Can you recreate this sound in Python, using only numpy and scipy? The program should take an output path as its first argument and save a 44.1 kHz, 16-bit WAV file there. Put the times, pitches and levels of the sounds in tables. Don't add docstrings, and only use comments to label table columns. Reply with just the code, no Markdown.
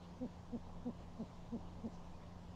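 import sys
import numpy as np
from scipy import signal
from scipy.fft import rfft, irfft, next_fast_len
from scipy.io import wavfile
from scipy.ndimage import uniform_filter1d, map_coordinates

SR = 44100
rng = np.random.default_rng(int(sys.argv[2]) if len(sys.argv) > 2 else 0)


def voltage_ratio(decibels):
    exponent = np.asarray(decibels, float) / 20
    return 10 ** exponent


def dump_mix(stems):
    frames = np.atleast_2d(stems).T
    limited = np.clip(frames, -1, 1)
    pcm = np.round(limited * 32767).astype(np.int16)
    wavfile.write(sys.argv[1], SR, pcm)


N = 112454

# (start [s], length [s], level [dB], top pitch [Hz])
HOOTS = [
    (.200, .070, -41, 263),
    (.518, .060, -41, 252),
    (.847, .0645, -41, 257),
    (1.183, .057, -42, 238),
    (1.515, .0615, -41, 248),
    (1.828, .0585, -42, 242),
]
HOOT_OFFSET_DB = [0.13, 0.1, 0.26, 0.1, 0.065, 0.079]
# (centre [Hz], width [Hz], level [dB])
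THROAT = [(225, 140, 0), (512, 110, -6), (765, 150, -13)]
# (time [s], length [s], centre [Hz], width [Hz], level [dB])
PUFFS = [(0.043, 0.027, 3180, 1800, -71.5), (1.868, 0.011, 5100, 2500, -74.5),
         (1.947, 0.033, 5700, 1400, -74), (1.95, .03, 4200, 1190, -79), (2.143, 0.023, 2460, 250, -74.5),
         (2.227, 0.026, 4600, 500, -84), (2.264, 0.011, 2900, 400, -73), (2.32, .015, 2110, 300, -77),
         (1.67, 0.12, 2930, 600, -79.5), (2.239, 0.032, 1850, 500, -71.5), (2.503, .03, 3700, 1500, -81)]
# (frequency [Hz], level [dB rms])
FAN_LINES = [(87.4, -62), (175.2, -59.5)]
# (frequency [Hz], density [dB per Hz])
RUMBLE = [(12, -3.5), (20, 6.5), (28, -15.5), (48, -7), (75, -9.5), (130, -10), (200, -16), (300, -24)]
# (frequency [Hz], density [dB per Hz])
DRONE = [(120, -17.5), (220, 1.5), (320, -3.5), (400, -4.5), (520, -3.5), (1000, -4), (1400, -18.5),
         (2200, -33)]
# (frequency [Hz], density [dB per Hz])
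HISS = [(900, -15.5), (1600, 1), (2450, -2), (3000, -0.5), (5000, -5), (7000, -7.5), (8300, -18),
        (11000, -36.5)]
# (frequency [Hz], density [dB per Hz])
PREAMP = [(5000, -28.5), (7500, 0), (9000, 4), (12000, -0.5), (15800, -2.5)]


def along(points, hz):
    f, v = np.transpose(points)
    return np.interp(np.log(hz + 1), np.log(f + 1), v, left=-120, right=-120)


def unit(x):
    return x / np.sqrt(np.mean(x ** 2) + 1e-20)


def wobble(rate_hz):
    return map_coordinates(rng.standard_normal(N // 100), [np.arange(N) * rate_hz / SR])


def filtered(x, response):
    m = next_fast_len(len(x) + SR // 4)
    spectrum = rfft(x, m) * response(np.fft.rfftfreq(m, 1 / SR))
    return irfft(spectrum, m)[:len(x)]


def peak(f, hz, width_hz):
    damping = 1j * f * width_hz
    return damping / (hz * hz - f * f + damping + 1e-9)


def rush(spectrum, patchy_db, swell_db):
    z = signal.stft(rng.standard_normal(N), nperseg=512)[2]
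    field = uniform_filter1d(rng.standard_normal(z.shape), size=8, axis=0)
    field = uniform_filter1d(field, size=10, axis=1)
    x = signal.istft(z * voltage_ratio(patchy_db * unit(field)), nperseg=512)[1][:N]
    coloured = filtered(x, lambda hz: voltage_ratio(along(spectrum, hz)))
    return unit(coloured * voltage_ratio(swell_db * (wobble(3.2) + wobble(8.67))))


def syrinx():
    rise, rise_s = .2, .0095
    sag, sag_s, last_pulse_s = .82, .0098, .0035
    skew_rad, skew_from = 2.5, .75
    attack_s, brighten_s, release_s = .022, .024, .0045
    fade_db, fade_s = -1, .01
    slope_db = -3
    t, out = np.arange(N) / SR, np.zeros(N)
    jitter, shimmer = 1 + .008 * wobble(120), voltage_ratio(.6 * wobble(150))
    for (start, length, db, hz), offset_db in zip(HOOTS, HOOT_OFFSET_DB):
        age = np.clip(t - start, 0, length)
        left = np.clip(start + length - t, 0, length)
        glide = 1 - rise * np.exp(-age / rise_s) - sag * np.exp(-left / sag_s)
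        pitch = hz * glide * jitter
        phase = 2 * np.pi * np.cumsum(pitch) / SR
        phase -= phase[round((start + length - last_pulse_s) * SR)]
        lead = skew_rad * np.clip((pitch / hz - skew_from) / (1 - skew_from), 0, 1)
        onset = np.sin(np.pi / 2 * np.clip(age / attack_s, 0, 1))
        breath = onset * np.sin(np.pi / 2 * np.clip(left / release_s, 0, 1))
        bright = .5 + .5 * np.clip(age / brighten_s, 0, 1)
        overtone = voltage_ratio(slope_db) * bright
        pulses = sum(overtone ** k * np.cos((k + 1) * phase + k * lead) for k in range(8))
        level = voltage_ratio(db + offset_db + fade_db * np.exp(-left / fade_s))
        out += level * breath * shimmer * pitch / hz * pulses
    return out


def throat(f):
    muffle_hz = 800
    resonances = sum(voltage_ratio(db) * peak(f, hz, width_hz) for hz, width_hz, db in THROAT)
    return resonances / (1 + (f / muffle_hz) ** 6)


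def owl():
    voice_db, echo_db, echo_t60_s = -.3, -21, .1
    voice = np.sqrt(2) * voltage_ratio(voice_db) * filtered(syrinx(), throat)
    tail_t = np.arange(SR // 4) / SR
    tail = rng.standard_normal(SR // 4) * voltage_ratio(-60 * tail_t / echo_t60_s)
    echo = signal.fftconvolve(voice, tail / np.linalg.norm(tail))[:N]
    return voice + voltage_ratio(echo_db) * echo


def nest_and_drips():
    t, out = np.arange(N) / SR, np.zeros(N)
    for time, length, hz, width_hz, db in PUFFS:
        puff = np.exp(-2 * ((t - time) / length) ** 2)
        noise = filtered(rng.standard_normal(N), lambda f: peak(f, hz, width_hz) ** 2)
        out += voltage_ratio(db) * puff * unit(noise)
    return out


def fan():
    drift, flutter_db = .003, 1.1
    turns = 2 * np.pi * np.cumsum(1 + drift * wobble(3)) / SR
    out = np.zeros(N)
    for hz, db in FAN_LINES:
        out += np.sqrt(2) * voltage_ratio(db + flutter_db * wobble(7.7)) * np.sin(hz * turns)
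    return out


def night():
    rumble_db, rumble_growth_db_per_s = -55, .95
    drone_db, hiss_db, preamp_db = -60.5, -72.5, -91.5
    growth_db = rumble_growth_db_per_s * (np.arange(N) - N / 2) / SR
    rumble = voltage_ratio(rumble_db + growth_db) * rush(RUMBLE, patchy_db=.6, swell_db=.3)
    drone = voltage_ratio(drone_db) * rush(DRONE, patchy_db=1.22, swell_db=-.35)
    hiss = voltage_ratio(hiss_db) * rush(HISS, patchy_db=1.3, swell_db=.2)
    preamp = voltage_ratio(preamp_db) * rush(PREAMP, patchy_db=0, swell_db=0)
    return rumble + drone + hiss + preamp


def scene():
    return (owl() + nest_and_drips() + fan() + night())[None]


def top_cut(x):
    return signal.sosfilt(signal.butter(12, 15600, fs=SR, output="sos"), x)


def record(dry):
    return top_cut(dry)


dry = scene()
out = record(dry)
dump_mix(out)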